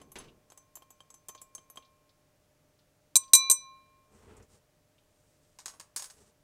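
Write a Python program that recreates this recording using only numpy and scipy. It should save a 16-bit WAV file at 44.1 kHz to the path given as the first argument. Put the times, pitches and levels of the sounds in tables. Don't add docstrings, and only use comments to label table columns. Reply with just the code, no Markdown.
import sys
import numpy as np
from scipy import signal
from scipy.fft import irfft
from scipy.io import wavfile
from scipy.ndimage import uniform_filter1d

SR = 44100
rng = np.random.default_rng(int(sys.argv[2]) if len(sys.argv) > 2 else 0)


def unload_wav(signal):
    wavfile.write(
        sys.argv[1],
        SR,
        np.round(np.clip(np.atleast_2d(signal).T, -1, 1) * 32767).astype(np.int16),
    )


N = 283563
TIME = np.arange(N) / SR


def amp(db):
    return 10 ** (np.asarray(db) / 20)


def unit(x):
    return x / np.sqrt(np.mean(x ** 2) + 1e-20)


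def decay(t, t60):
    return np.exp(-np.log(1000) * t / t60)


def curve_at(points, hz):
    f, value = np.transpose(points)
    return np.interp(np.log(hz + 1), np.log(f + 1), value)


def add(mix, s, sound):
    part = mix[max(round(s * SR), 0):][:len(sound)]
    part += sound[:len(part)]


def noise(spectrum, size, tilt=0):
    hz = np.fft.rfftfreq(size, 1 / SR)
    gain = amp(curve_at(spectrum, hz) + tilt * np.log2(1 + hz / 1000))
    return unit(irfft(gain * np.exp(2j * np.pi * rng.random(len(hz))), size))


def burst(spectrum, t60, tilt=0):
    t = TIME[:SR // 3]
    puff = noise(spectrum, len(t), tilt) * decay(t, t60)
    return np.pad(puff, (0, SR - len(t)))


def ring(modes, scatter_db):
    out = np.zeros(SR)
    for k, (hz, db, t60) in enumerate(modes):
        t = TIME[:min(int(2 * t60 * SR), SR)]
        strength = (-1) ** k * amp(db + scatter_db * rng.standard_normal())
        out[:len(t)] += strength * np.sin(2 * np.pi * hz * t) * decay(t, t60)
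    return out


def rebounds(s, gap_s, restitution):
    return s + gap_s * np.append(0, np.cumsum(restitution ** np.arange(3)))


# (frequency [Hz], t60 [s])
ROOM_DECAY = [(100, 0.13), (1000, 0.42), (4000, 0.21), (8000, 0.2), (11500, 0.12), (15000, 0.26)]

def room(x, delay_s=0.003):
    hz, t, spectra = signal.stft(rng.standard_normal(SR // 2), SR, nperseg=256)
    spectra *= decay(t, curve_at(ROOM_DECAY, hz)[:, None])
    _, tail = signal.istft(spectra, SR, nperseg=256)
    tail = np.pad(tail / np.linalg.norm(tail), (round(delay_s * SR), 0))
    return signal.fftconvolve(x, tail)[:N]


# (frequency [Hz], relative density [dB])
AIR_SPECTRUM = [(12, -34.5), (20, -9.5), (27, -13.5), (146, -14), (248, -20.5), (277, -17.5), (410, -21.5),
                (607, -19), (678, -22.5), (1030, -26.5), (1400, -28), (2390, -30.5), (4180, -33.5),
                (6010, -32), (16000, -39)]
# (frequency [Hz], rms level [dB])
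HUM_TONES = [(100, -81), (149, -81.5), (279.9, -85), (441.4, -89), (602.9, -78.5)]

def background():
    out = amp(-71) * noise(AIR_SPECTRUM, N)
    for hz, db in HUM_TONES:
        waver = 0.015 * np.cumsum(rng.standard_normal(N))
        out += amp(db) * np.sqrt(2) * np.sin(2 * np.pi * hz * TIME + waver)
    return out


# (frequency [Hz], relative density [dB])
THUD_SPECTRUM = [(30, -7), (90, 4.5), (160, -13), (210, 0.5), (400, -21), (1000, -57)]
RUB_SPECTRUM = [(120, -28), (250, -8), (330, 1.5), (430, 12.5), (560, -1.5), (900, -1.5), (1500, -6),
                (3000, -13), (8000, -40)]
SLIDE_SPECTRUM = [(1200, -32), (3000, -9), (8500, 0), (11000, -13), (16000, -25)]
# (midpoint [s], duration [s], weight [dB], hiss level [dB])
HAND_STROKES = [(4.18, .26, -59, -69.5), (4.298, 0.19, -54.5, -73.5), (4.407, 0.17, -59.5, -80.5),
                (4.54, 0.14, -64.5, -68.5), (5.38, 1, -81, -77), (6.222, .28, -64, -67)]

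def hand(catch_db=2.5, catch_s=0.016):
    out = np.zeros(N)
    pole = np.exp(-1 / (catch_s * SR))
    catching = unit(signal.lfilter([1], [1, -pole], rng.standard_normal(N)))
    grip = unit(amp(catch_db * catching))
    body = amp(-1.5) * noise(THUD_SPECTRUM, N) + amp(-3.5) * noise(RUB_SPECTRUM, N)
    hiss = noise(SLIDE_SPECTRUM, N)
    for s, duration, weight_db, hiss_db in HAND_STROKES:
        swell = np.cos(np.pi * np.clip((TIME - s) / duration, -0.5, 0.5)) ** 2
        out += swell * (amp(weight_db) * body + amp(hiss_db) * hiss)
    return out * grip


# (time [s], relative level [dB], centre frequency [Hz])
SOFT_TICKS = [(.284, -52, 2970), (1.378, -50, 3800), (1.825, -56, 3300), (1.8485, -57.5, 4030),
              (2.0933, -60, 4100), (2.79, -59.5, 4050), (3.235, -53.5, 3990), (3.279, -56.5, 4346),
              (4.368, -53.5, 7470), (4.425, -55.5, 6800), (4.981, -60, 3120)]

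def ticks(half_width_octaves=0.27):
    out, hz = np.zeros(N), np.geomspace(100, SR / 2, num=40)
    for s, db, centre_hz in SOFT_TICKS:
        band_db = -10 * np.log10(1 + (np.log2(hz / centre_hz) / half_width_octaves) ** 4)
        add(out, s, amp(db - 7) * burst(np.c_[hz, band_db], t60=0.087))
    return out


# (frequency [Hz], relative density [dB])
SCUFF_SPECTRUM = [(29, -35), (50, -6), (208, 0), (298, -38), (380, 0), (495, -12.5), (1050, -8.5),
                  (1330, -11), (2810, -11.5), (7570, -20.5), (16000, -39)]
BOOM_SPECTRUM = [(50, -6), (100, -6), (150, -3.5), (220, -6), (430, -6), (550, -15.5), (1200, -24.5),
                 (4000, -74)]
# (time [s], relative rattle level [dB], relative boom level [dB], first rebound gap [s])
TABLE_BUMPS = [(.001, -52.5, -51.5, .01), (0.1564, -32, -47, .044)]

def bumps():
    out = np.zeros(N)
    for s, rattle_db, boom_db, gap_s in TABLE_BUMPS:
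        for k, at in enumerate(rebounds(s, gap_s, restitution=0.9)):
            add(out, at, amp(rattle_db - 10 - 7.5 * k) * burst(SCUFF_SPECTRUM, t60=0.16))
            add(out, at, amp(boom_db - 7 - 4 * k) * burst(BOOM_SPECTRUM, t60=0.67))
    return out


# (relative level [dB], t60 [s])
SPOON_MODE_HZ = [1060, 5100, 5440, 6390, 6610, 7640, 8260, 8420, 9350, 11100, 12480, 13500, 15110]
SPOON_MODES = [(-4.5, 0.04), (-2.5, 0.047), (2.5, 0.044), (-14, 0.12), (0.5, 0.16), (-2, 0.13),
               (-2.5, 0.15), (-7, 0.22), (-5, 0.16), (-11.5, 0.38), (-19, .2), (-20, 0.24), (-16, 0.21)]
# (frequency [Hz], relative density [dB])
LANDING_SPECTRUM = [(88, -44.5), (150, -28), (675, -14.5), (1060, -4.5), (1360, -16.5), (1500, -9),
                    (2270, -13.5), (2600, -11), (3160, -12), (4760, -4), (5250, -3.5), (8230, -1.5),
                    (16000, -24.5)]
# (time [s], relative level [dB], tilt [dB/octave], first rebound gap [s])
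SPOON_LANDINGS = [(5.5877, -36, -3.5, .015), (5.6578, -25.5, -1.5, .023), (5.7379, -44, -9.5, 0.0033),
                  (5.7984, -32, -3, .003), (5.9616, -18.5, 1.5, .01), (5.995, -28.5, -1.5, 0.0011),
                  (6.0225, -25.5, 0, .02), (6.1, -37, -2.5, .007)]

def clatter(bounce_loss_db=7):
    cracks, metal = np.zeros((2, N))
    modes = np.c_[SPOON_MODE_HZ, SPOON_MODES]
    for s, landing_db, tilt, gap_s in SPOON_LANDINGS:
        for k, at in enumerate(rebounds(s, gap_s, restitution=0.68)):
            db = landing_db - k * bounce_loss_db
            add(cracks, at, amp(db - 12.5) * burst(LANDING_SPECTRUM, t60=0.037, tilt=tilt))
            add(cracks, at, amp(db - 13) * burst(LANDING_SPECTRUM, t60=0.081, tilt=tilt))
            add(metal, at, amp(db - 25) * ring(modes, scatter_db=2.5))
    chatter_db = 2.86 * unit(uniform_filter1d(rng.standard_normal(N), size=60))
    return cracks * unit(amp(chatter_db)) + metal


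# (frequency [Hz], relative level [dB], nominal t60 [s])
DULL_MODES = [(665, -13, 0.025), (1061, -2, 0.053), (1177, -10, 0.034)]
PING_MODES = [(3125, 2.5, 0.036), (3300, -15, 0.047), (3380, -17.5, 0.03)]
# (frequency [Hz], relative density [dB])
KNOCK_SPECTRUM = [(60, 5), (150, 1), (600, 11), (1100, 5), (2000, -1.5), (3300, -1), (5000, -3.5),
                  (9000, -51), (16000, -23)]

def knock(db, ping_db):
    dull = ring(DULL_MODES, scatter_db=2) + amp(-4.5) * burst(KNOCK_SPECTRUM, t60=0.053)
    shift = 1 + 0.014 * rng.standard_normal()
    modes = [(hz * shift, mode_db, 1.02 * t60) for hz, mode_db, t60 in PING_MODES]
    return amp(db) * (dull + amp(ping_db - 2.5) * ring(modes, scatter_db=1.5))


# (relative level in a tap [dB], relative level in stirring [dB], nominal t60 [s])
BRIGHT_MODE_HZ = [6172, 6358, 6820, 7265, 7562, 7760, 8600, 9402, 10180, 11130, 11880, 12181, 13030, 13565,
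                  14950, 15450]
BRIGHT_MODES = [(-23, -5.5, 0.21), (-3, -0.5, .1), (-22.5, -3, 0.048), (1, -3.5, 0.09), (-9.5, -24, 0.055),
                (-5.5, 1.5, 0.1), (-12.5, -13, 0.041), (-3, -8, 0.077), (-24.5, -7.5, 0.1),
                (-26.5, -26, 0.076), (-15.5, 9, 0.1), (-9, -15, 0.096), (-25.5, -24, 0.078),
                (-21, -1, 0.067), (-30.5, 6, .05), (-24.5, -38, .05)]
# (frequency [Hz], relative level [dB])
CRACK_SPECTRUM = [(60, -31.5), (450, -4.5), (1000, -9), (1800, -29.5), (3000, -9), (4800, 3.5), (8000, -3),
                  (12000, -1), (16000, -15.5)]
TOUCH_SPECTRUM = [(2500, -59), (6400, -1), (7400, -3), (10200, 5.5), (11600, -15)]

def clink(db, tilt):
    def force_db(hz):
        return curve_at(TOUCH_SPECTRUM, hz) + tilt * np.log2(max(hz, 4000) / 8000)

    modes = [(hz, mode_db + force_db(hz), 0.79 * t60)
             for hz, (_, mode_db, t60) in zip(BRIGHT_MODE_HZ, BRIGHT_MODES)]
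    tick = burst([(hz, crack_db + force_db(hz)) for hz, crack_db in CRACK_SPECTRUM], t60=0.046)
    return amp(db - 8.5) * ring(modes, scatter_db=6.5) + amp(db - 4.5) * tick


# (relative level [dB], nominal t60 [s], sensitivity to the spoon's damping [ratio])
WALL_MODE_HZ = [1067.4, 2379, 3969.5, 6002, 8538, 11494, 14720]
WALL_MODES = [(-19, 1.36, 0.33), (-16, 1.2, 1.4), (-1, 0.63, 1.8), (-4.5, .27, 0.64), (1.5, 0.12, 0.33),
              (-11.5, 0.091, .6), (-28.5, .1, .3)]
# (time [s], relative level [dB], hardness as tilt [dB/octave])
STEM_CLINKS = [(0.1186, -51, 4), (0.1867, -46.5, -3), (0.5017, -53.5, -4), (0.5753, -49, -2),
               (0.7547, -45, 4), (0.9047, -51.5, 9), (1.103, -54.5, -15), (1.1417, -51, -6),
               (1.285, -36, 4.5), (1.416, -43, 4), (1.55, -37, 1.5), (1.7, -51.5, 8), (1.7581, -55.5, 7)]
# (time [s], relative level [dB], ping offset [dB])
BOWL_KNOCKS = [(0.0154, -52, -5), (0.52, -51.5, -14), (0.77, -50.5, -11), (.822, -54.5, -1),
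               (1.0048, -54, 7), (1.2915, -42.5, -3.5), (1.3495, -47.5, -8), (1.5806, -50.5, -1),
               (1.773, -44, 6)]

def stirring(wall_db=-18):
    clinks, knocks, energy = np.zeros((3, N))
    energy_decay = decay(TIME[:2 * SR], t60=WALL_MODES[0][1]) ** 2
    touches = [(s, db, tilt, 0.37 * db - 36.5, -13.5) for s, db, tilt in STEM_CLINKS]
    touches += [(s, db - 5.5, -6.5, db, ping_db) for s, db, ping_db in BOWL_KNOCKS]
    for s, clink_db, tilt, knock_db, ping_db in touches:
        add(clinks, s, clink(clink_db, tilt))
        add(knocks, s, knock(knock_db, ping_db))
        add(energy, s, amp(knock_db + wall_db) ** 2 * energy_decay)
    lowest, second = (np.sin(2 * np.pi * hz * TIME) for hz in WALL_MODE_HZ[:2])
    return clinks, knocks + np.sqrt(energy) * (lowest + amp(-13.5) * second)


def beating(t, onset_s, beat_hz=3.67, fade_s=0.27, first_dip_s=0.092):
    age = np.maximum(t - onset_s, 0)
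    twin = 1.3 * np.exp(-age / fade_s) * (age > 0)
    return abs(1 - twin * np.exp(2j * np.pi * beat_hz * (age - first_dip_s)))


# (time [s], wall level [dB], bright level [dB],
# crack level [dB], tilt [dB/octave], damping by the resting spoon [dB])
RIM_CONTACTS = [(3.1558, -18, -17, -20.5, 2, 1), (3.1651, -26.5, -14.5, -23, 6, 30.5),
                (3.3343, -10.5, -10.5, -17.5, 3.5, 4), (3.3510, -34.5, -15, -16, -2.5, 1.5),
                (3.499, -22, -19.5, -21, 7, 10), (3.5132, -32.5, -17.5, -24.5, 13.5, 3)]

def rim_taps(contact_s=0.024, rise_s=0.0004):
    start = round((RIM_CONTACTS[0][0] - 0.01) * SR)
    t = TIME[start:start + 2 * SR]
    drained_db = sum(loss_db * np.clip((t - s) / contact_s, 0, 1) for s, *_, loss_db in RIM_CONTACTS)
    wall, contact = np.zeros((2, N))

    def swing(s, t60, sensitivity):
        age = np.maximum(t - s, 0)
        damping = amp(sensitivity * (np.interp(s, t, drained_db) - drained_db))
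        return np.minimum(age / rise_s, 1) * decay(age, t60) * damping

    for hz, (db, t60, sensitivity) in zip(WALL_MODE_HZ, WALL_MODES):
        t60 = t60 / (1 + (hz / 14000) ** 4)
        envelope = sum(amp(wall_db + tilt * np.log2(hz / 4000)) * swing(s, t60, sensitivity)
                       for s, wall_db, _, _, tilt, _ in RIM_CONTACTS)
        if hz == WALL_MODE_HZ[0]:
            envelope *= beating(t, onset_s=RIM_CONTACTS[-2][0])
        add(wall, t[0], amp(db) * envelope * np.sin(2 * np.pi * (hz * t + rng.random())))
    for hz, (db, _, t60) in zip(BRIGHT_MODE_HZ, BRIGHT_MODES):
        envelope = sum(amp(bright_db + rng.normal(0, 1.8)) * swing(s, 0.88 * t60, sensitivity=0.52)
                       for s, _, bright_db, *_ in RIM_CONTACTS)
        add(contact, t[0], amp(db) * envelope * np.sin(2 * np.pi * (hz * t + rng.random())))
    for s, _, _, crack_db, _, _ in RIM_CONTACTS:
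        add(contact, s, amp(crack_db) * burst(CRACK_SPECTRUM, t60=0.032))
    return wall, contact


def scene():
    wall, taps = rim_taps()
    clinks, knocks = stirring()
    near = clinks + bumps() + ticks()
    far = clatter()
    reverb = room(amp(-18) * wall + amp(-24) * taps + amp(-13.5) * near
                  + amp(-15) * knocks + amp(-9.5) * far)
    return (wall + taps + near + knocks + far + reverb + hand() + background())[None]


def record(dry, ceiling=0.69, cutoff_hz=15900):
    saturated = dry / (1 + (dry / ceiling) ** 6) ** (1 / 6)
    low_pass = signal.firwin(255, cutoff_hz, window=("kaiser", 8), fs=SR)
    return signal.oaconvolve(saturated, low_pass[None], "same")


dry = scene()
out = record(dry)
unload_wav(out)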